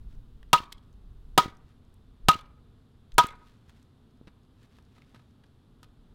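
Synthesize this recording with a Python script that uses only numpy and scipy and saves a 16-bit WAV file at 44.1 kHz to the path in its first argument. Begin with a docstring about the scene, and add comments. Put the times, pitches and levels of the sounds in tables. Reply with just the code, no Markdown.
"""In a quiet backyard, over a distant rumble and an uneven breeze, a hatchet stuck in firewood is driven by a log.
First a fibre snaps; then four blows fall, each a push of air, a noise burst of crushing wood and decaying modes of
wood, steel and yard, scattered by the yard and flattened by the overloaded microphone; the stick jolts on the stump.
One light knock falls among the blows. Then the log is set against the hatchet: more knocks of paired scuffs and
weak ringing. Fibres tick as short noise bursts, and bark rubs as strings of random grains, throughout the scene."""
import sys
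import numpy as np
from scipy import signal
from scipy.fft import rfft, irfft
from scipy.io import wavfile

SR = 44100
rng = np.random.default_rng(int(sys.argv[2]) if len(sys.argv) > 2 else 0)


def unload_wav(signal):
    """Save mono or channel-first audio to the path in sys.argv[1] as 16-bit WAV at rate SR, clipped to [-1, 1]."""
    wavfile.write(
        sys.argv[1],
        SR,
        np.round(np.clip(np.atleast_2d(signal).T, -1, 1) * 32767).astype(np.int16),
    )


N = 270774
TIME = np.arange(N) / SR


def from_db(db):
    """Level to amplitude: 20 dB is a factor of ten."""
    return 10 ** (np.asarray(db) / 20)


def rms_one(x):
    """Normalisation to unit root-mean-square amplitude."""
    return x / np.sqrt(np.mean(x ** 2) + 1e-20)


def at_hz(points, hz):
    """Interpolation of a spectrum along a logarithmic frequency axis."""
    freq, value = np.transpose(points)
    return np.interp(np.log(np.maximum(hz, 1)), np.log(freq), value)


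def level(curve):
    """Amplitude envelope, linear in decibels between the rows (time_s, level_db)."""
    return from_db(np.interp(TIME, *np.transpose(curve)))


def fade(t, t60):
    """Exponential damping: the amplitude is 60 dB down at t60 seconds."""
    return np.exp(-np.log(1000) * t / max(t60, 1e-4))


def colour(x, spectrum):
    """Linear filtering in the frequency domain, then unit rms."""
    gain = from_db(at_hz(spectrum, np.fft.rfftfreq(len(x), 1 / SR)))
    return rms_one(irfft(rfft(x) * gain, len(x)))


def noise(spectrum, size):
    """Gaussian noise shaped to a spectral density, of unit rms."""
    return colour(rng.standard_normal(size), spectrum)


def ragged(t, spread_db, step_s=0.0068):
    """Random modulation: the gain glides between a new random level every step_s."""
    knots = rng.standard_normal(1000)
    return from_db(spread_db * np.interp(t / step_s, np.arange(len(knots)), knots))


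def ring(t, hz, db, t60):
    """Free vibration of one struck mode: a damped sinusoid."""
    return from_db(db) * np.sin(2 * np.pi * hz * t) * fade(t, t60)


def add(out, s, sound):
    """Superposition of a sound starting at s seconds."""
    start = max(round(s * SR), 0)
    out[start:start + len(sound)] += sound[:N - start]


def distant_air():
    """Stationary coloured noise: distant rumble and hiss."""
    # spectral density: frequency_hz, density_db (per Hz)
    air = [(20, -11), (45, -2), (90, 3), (135, 0.5), (185, -7), (240, -1.5), (310, -12), (450, -13.5),
           (530, -21), (1300, -24), (2200, -35), (3600, -28.5), (6000, -43.5), (11500, -44), (16000, -55.5)]
    return from_db(-58.5) * noise(air, N)


def breeze(breeze_db=3.5, gust_db=2.5, gust_s=0.19):
    """Turbulent pressure on the microphone: low noise under a slow and a random gust envelope."""
    # strength of the breeze, raised by breeze_db: time_s, level_db
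    strength = [(0.0, -43.5), (0.27, -53), (1.28, -51), (1.71, -60), (2.48, -58.5), (2.87, -68.5),
                (3.3, -56.5), (3.63, -70.5), (5.63, -74), (5.97, -63.5), (6.14, -55.5)]
    # spectral density of the buffeting: frequency_hz, density_db (per Hz)
    buffet = [(12, -5), (22, -3.5), (38, -1), (70, -10.5), (130, -19), (300, -34.5), (700, -66.5)]
    gusts = level(strength) * ragged(TIME, gust_db, gust_s)
    return from_db(breeze_db) * gusts * noise(buffet, N)


def stroke(peak_s, length_s, db, rise_share=.55, edge_db=-13.5):
    """Rubbing envelope: the level swells to its peak, then falls; edge_db is both ends relative to the peak."""
    rise = np.clip(rise_share, .1, .9)   # share of the stroke spent swelling
    u = (TIME - peak_s) / length_s
    return from_db(db + edge_db * np.maximum(-u / rise, u / (1 - rise)))


def rubbing(grains_per_s=1400, spread_db=3.5):
    """Stick-slip friction: bark drags over wood and glove in many small random catches."""
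    # strokes of bark and glove: peak_s, length_s, peak_db
    strokes = [(0.13, 0.094, -69.5), (1.693, 0.17, -74), (3.481, .24, -67.5), (3.695, 0.021, -59),
               (3.771, .22, -71), (4.633, 0.1, -69), (4.755, 0.12, -69), (4.971, 0.12, -71),
               (5.143, 0.48, -73)]
    # spectral density of the catches: frequency_hz, density_db (per Hz)
    bark = [(600, -2.5), (1400, 3.5), (2400, 0), (3800, 0.5), (6000, -8), (12000, -16.5), (16000, -21)]
    sizes = from_db(spread_db * np.minimum(rng.exponential(1, N), 3)) * rng.choice([-1, 1], N)
    grains = sizes * (rng.random(N) < grains_per_s / SR)
    pressure = sum(stroke(*row) for row in strokes)
    return pressure * colour(grains, bark)


def faint_snaps(snaps_per_s=3, mean_db=-63, spread_db=2, centre_hz=5000):
    """Poisson process of small snaps of strained wood, with pitches spread over an octave."""
    chance = rng.random((64, 3))
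    times = np.cumsum(-np.log(1 - chance[:, 0])) / snaps_per_s   # exponential waiting times
    levels = mean_db + spread_db * (2 * chance[:, 1] - 1)
    pitches = centre_hz * 2 ** (chance[:, 2] - .5)
    return [row for row in zip(times, levels, pitches) if row[0] < TIME[-1]]


def snaps(snap_db=-6, t60_s=0.013):
    """Brittle fracture: each fibre gives way in a tiny noise burst round its own pitch."""
    # the louder fibres, levels before snap_db: start_s, level_db, pitch_hz
    loud_snaps = [(0.4298, -43.5, 1890), (1.57, -54, 5860), (1.9411, -55.5, 8800), (2.4101, -53.5, 8090),
                  (3.1199, -42, 3068), (3.142, -53.5, 7000), (3.2687, -32.5, 7910), (3.8274, -55, 6020),
                  (5.0202, -46.5, 2180)]
    out, t = np.zeros(N), TIME[:SR // 10]
    white = rng.standard_normal((80, len(t)))
    for (s, db, hz), grain in zip(loud_snaps + faint_snaps(), white):
        band = [(hz / 4, -28), (hz / 2, -13), (hz, 0), (hz * 2, -14), (hz * 5, -35)]
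        burst = colour(grain, band) * fade(t, t60_s)
        add(out, s, from_db(db + snap_db) * burst)
    return out


def hatchet(t, low_db, high_db):
    """Bending modes of steel: each of two notes dies fast and leaves a faint close partner."""
    # modes of the lower and the higher note, before low_db and high_db: frequency_hz, level_db, t60_s
    low_modes = [(968.5, 3.5, .065), (965, -36, 0.24)]
    high_modes = [(1254.6, 7.5, .06), (1255, -18, 0.14)]
    low = sum(ring(t, *mode) for mode in low_modes)
    high = sum(ring(t, *mode) for mode in high_modes)
    return from_db(low_db) * low + from_db(high_db) * high


def wall_echoes(t, smear_t60=0.018):
    """Reflection: each wall returns a smeared echo round a favoured pitch."""
    # fence and walls: delay_s, level_db, favoured_hz
    walls = [(0.056, -31.5, 3000), (0.105, -42, 2322), (0.124, -50, 3500), (.172, -58.5, 2480)]
    # colour of an echo: multiple (of the favoured pitch), density_db
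    echo_tint = [(.33, -14), (.85, -7), (1, 0), (1.18, -7), (2, -8), (5, -17)]
    response = np.zeros(len(t))
    for delay, db, hz in walls:
        tint = [(hz * multiple, tint_db) for multiple, tint_db in echo_tint]
        echo = noise(tint, len(t)) * fade(np.abs(t - delay), smear_t60)
        response += from_db(db) * echo / np.linalg.norm(echo)
    return response


def yard(sound, scatter_db=-28, far_db=-28, far_t60=1.0, ragged_db=3, build_t60=0.035):
    """Convolution with an impulse response: ragged scatter dying band by band, a far tail and wall echoes."""
    # spectral density of the scatter: frequency_hz, density_db (per Hz)
    scatter_spectrum = [(100, -2), (300, -4), (600, -13), (1100, -1), (1500, -1), (1950, -2.5), (2350, 3.5),
                        (2800, -1), (4000, 1), (8000, -6), (16000, -13.5)]
    # decay of the scatter: frequency_hz, t60_s
    decay_times = [(100, 0.18), (500, 0.63), (1200, 0.43), (3500, 0.14), (8000, 0.065), (16000, 0.16)]
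    t = TIME[:SR * 3 // 4]
    response = np.zeros(len(t))
    edges = np.geomspace(70, 17000, 9)
    for low, high in zip(edges, edges[1:]):
        band_filter = signal.butter(2, [low, high], "band", fs=SR, output="sos")
        band = signal.sosfilt(band_filter, noise(scatter_spectrum, len(t)))
        near = fade(t, at_hz(decay_times, np.sqrt(low * high)))
        far = from_db(far_db) * (high < 2500) * fade(t, far_t60)   # only the lows return from far away
        response += band * (near + far)
    response *= ragged(t, ragged_db) * (1 - fade(t, build_t60))    # scatter needs a moment to come back
    response *= from_db(scatter_db) / np.linalg.norm(response)
    response += wall_echoes(t)
    return signal.fftconvolve(sound, response)


def knocks(scuff_db=-7, steel_db=-9):
    """Repeated light impact: the log lands, lifts and lands again, scuffing bark and weakly exciting the steel."""
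    # touches of log on hatchet; second_db is relative to the first contact:
    # start_s, level_db, scuff_t60_s, ring_db, brightness_db_per_octave, gap_s, second_db
    touches = [(0.7221, -37, 0.019, -25.5, 3.5, .0035, 6.5), (4.272, -42.5, .045, -14.5, -4.5, .006, -0.5),
               (4.786, -48, .02, -14, -2.5, .003, -10), (4.965, -52, 0.041, -15, -5, .016, 5),
               (5.1453, -43, 0.053, -9.5, -3.5, .014, -4.5), (5.1945, -51, 0.027, -14, -4.5, .003, -3),
               (5.4372, -51, 0.03, -28.5, -3, .004, -3), (5.8303, -41.5, 0.032, -10.5, 0, 0.013, -8.5)]
    # scuff before the brightness tilt: frequency_hz, density_db (per Hz)
    scuff_spectrum = [(200, -7.5), (700, -9.5), (1300, -9.5), (1650, -1), (2100, -6.5), (4000, -5.5),
                      (7000, -17.5), (12000, -19.5), (16000, -38)]
    out, t = np.zeros(N), TIME[:SR // 5]
    for s, db, t60, ring_db, brightness, gap, second_db in touches:
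        tilted = [(hz, band_db + brightness * np.log2(hz)) for hz, band_db in scuff_spectrum]
        for delay, contact_db in ((0, 0), (gap, second_db)):
            scuff = from_db(scuff_db) * noise(tilted, len(t)) * fade(t, t60)
            steel = from_db(steel_db) * hatchet(t, ring_db, ring_db)
            add(out, s + delay, from_db(db + contact_db) * (scuff + steel))
    return out


def thumps(thud_hz=240, thud_db=5, thud_t60=0.0091, stump_hz=120, stump_db=-9, stump_t60=0.015, soft_hz=900):
    """Heavily damped low modes: the stick jolts on the stump, softened by a low-pass filter."""
    # dull jolts, levels relative: start_s, level_db
    jolts = [(0.603, -32), (1.4589, -24), (1.48, -32.5), (2.3548, -28.5), (3.2439, -23.5), (4.2129, -38),
             (4.2722, -42)]
    out, t = np.zeros(N), TIME[:SR // 8]
    thud = ring(t, thud_hz, thud_db, thud_t60) + ring(t, stump_hz, stump_db, stump_t60)
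    for s, db in jolts:
        add(out, s, from_db(db) * thud)
    return signal.sosfilt(signal.butter(1, soft_hz, fs=SR, output="sos"), out)


def air_push(width_s=0.0097):
    """Displacement of air: the swinging log shoves one slow pressure wave, which peaks 50 ms in."""
    u = (TIME[:SR // 10] - 1 / 20) / width_s
    return (1 - u ** 2) * np.exp(-u ** 2 / 2)


def crushed_wood(t, crush_db=-1, crush_t60=0.03, crush_rise_s=0.0049,
                 splinter_db=-26, splinter_t60=.19, clump_db=3, grains_per_s=9000):
    """Fracture noise: a burst that rises in milliseconds, and a longer crackle of random splinters."""
    # spectral densities of crushing and splinters: frequency_hz, density_db (per Hz)
    crush_spectrum = [(60, -7), (150, 3.5), (400, 0), (800, 4.5), (1500, 0.5), (2100, -6), (3600, -2),
                      (5500, -13.5), (9000, -13), (16000, -26)]
    splinter_spectrum = [(300, 0), (1400, 4.5), (2200, -0.5), (3800, 3.5), (6000, -6.5), (10000, -18),
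                         (16000, -19)]
    crush_envelope = fade(t, crush_t60) * (1 - fade(t, crush_rise_s))
    crush = from_db(crush_db) * noise(crush_spectrum, len(t)) * crush_envelope
    grains = rng.standard_normal(len(t)) * (rng.random(len(t)) < grains_per_s / SR)
    grains = grains * ragged(t, clump_db)
    splinters = from_db(splinter_db) * colour(grains, splinter_spectrum) * fade(t, splinter_t60)
    return crush + splinters


def struck_modes(t):
    """Modal superposition: damped modes with alternating sign and randomly spread level."""
    # modes of hatchet, log and stick, and one faint long 2.3 kHz resonance of the yard;
    # levels before the random spread: frequency_hz, level_db, t60_s
    mode_rows = [(151.5, -11, 0.046), (300, -6, .024), (482, -10, 0.02), (701, -7.5, 0.021),
                 (786, -0.5, .028), (914, -2, 0.015), (1011, -3.5, 0.049), (1407, -10, 0.048),
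                 (1840, -19, 0.015), (2320, -47, 0.25), (3180, -14.5, 0.03), (3847, -16, 0.031),
                 (5100, -18.5, 0.02)]
    out = np.zeros(len(t))
    for k, (hz, db, t60) in enumerate(mode_rows):
        out += (-1) ** k * ring(t, hz, db + rng.normal(0, 1), t60)
    return out


def blow(crack_db, low_db, high_db, clang_db, yard_db, swell_s=0.068, carry_db=-8,
         low_carry_db=-5, fence_delay_s=.049, fence_db=-24):
    """Impact: wood crushes while struck modes vibrate freely; crack and steel radiate into the yard."""
    # higher steel mode, excited only at some points of contact: frequency_hz, level_db (before clang_db), t60_s
    clang_mode = (2805, 0, 0.032)
    t = TIME[:SR // 2]
    crack = from_db(crack_db) * crushed_wood(t)
    modes = struck_modes(t)
    swell = 1 - fade(t, swell_s)    # the ring swells as the log lets go
    steel = hatchet(t, low_db, high_db) * swell
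    # the low note radiates into the yard less well than the high one
    radiated = hatchet(t, low_db + low_carry_db, high_db) * swell
    clang = from_db(clang_db) * ring(t, *clang_mode)
    out = from_db(yard_db) * yard(crack + from_db(carry_db) * radiated)
    add(out, 0, crack + modes + steel + clang)
    # the nearest fence returns the ring of the steel
    add(out, fence_delay_s, from_db(fence_db) * (radiated + clang))
    return out


def blows(push_lead_s=.075):
    """Sequence of impacts: each swing sends a push of air ahead of its blow."""
    # log on hatchet, levels relative within each part:
    # start_s, crack_db, low_ring_db, high_ring_db, clang_db, air_push_db, yard_db
    swings = [(0.5308, -0.5, -2, -2, -3, -57, -4), (1.3771, 1.5, -3, -4.5, -20.5, -38.5, -4),
              (2.285, -0.5, -8, 1, -5, -30.5, -1.5), (3.1815, 1.5, 5.5, 1, -15, -29, 0)]
    out = np.zeros(N)
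    for s, crack_db, low_db, high_db, clang_db, push_db, yard_db in swings:
        add(out, s - push_lead_s, from_db(push_db) * air_push())
        add(out, s, blow(crack_db, low_db, high_db, clang_db, yard_db))
    return out


def scene():
    """Superposition of blows and handling on the outdoor background."""
    background = distant_air() + breeze()
    handling = knocks() + snaps()
    handling = handling + from_db(5.0) * yard(handling)[:N]
    return (blows() + thumps() + handling + rubbing() + background)[None]


def record(dry, top=.32, cutoff_hz=16300):
    """Saturation: the overloaded microphone flattens peaks near top; a low-pass cuts the highest treble."""
    clipped = dry / (1 + (dry / top) ** 8) ** (1 / 8)
    return signal.sosfilt(signal.ellip(10, .1, 80, cutoff_hz, fs=SR, output="sos"), clipped)


dry = scene()
out = record(dry)
unload_wav(out)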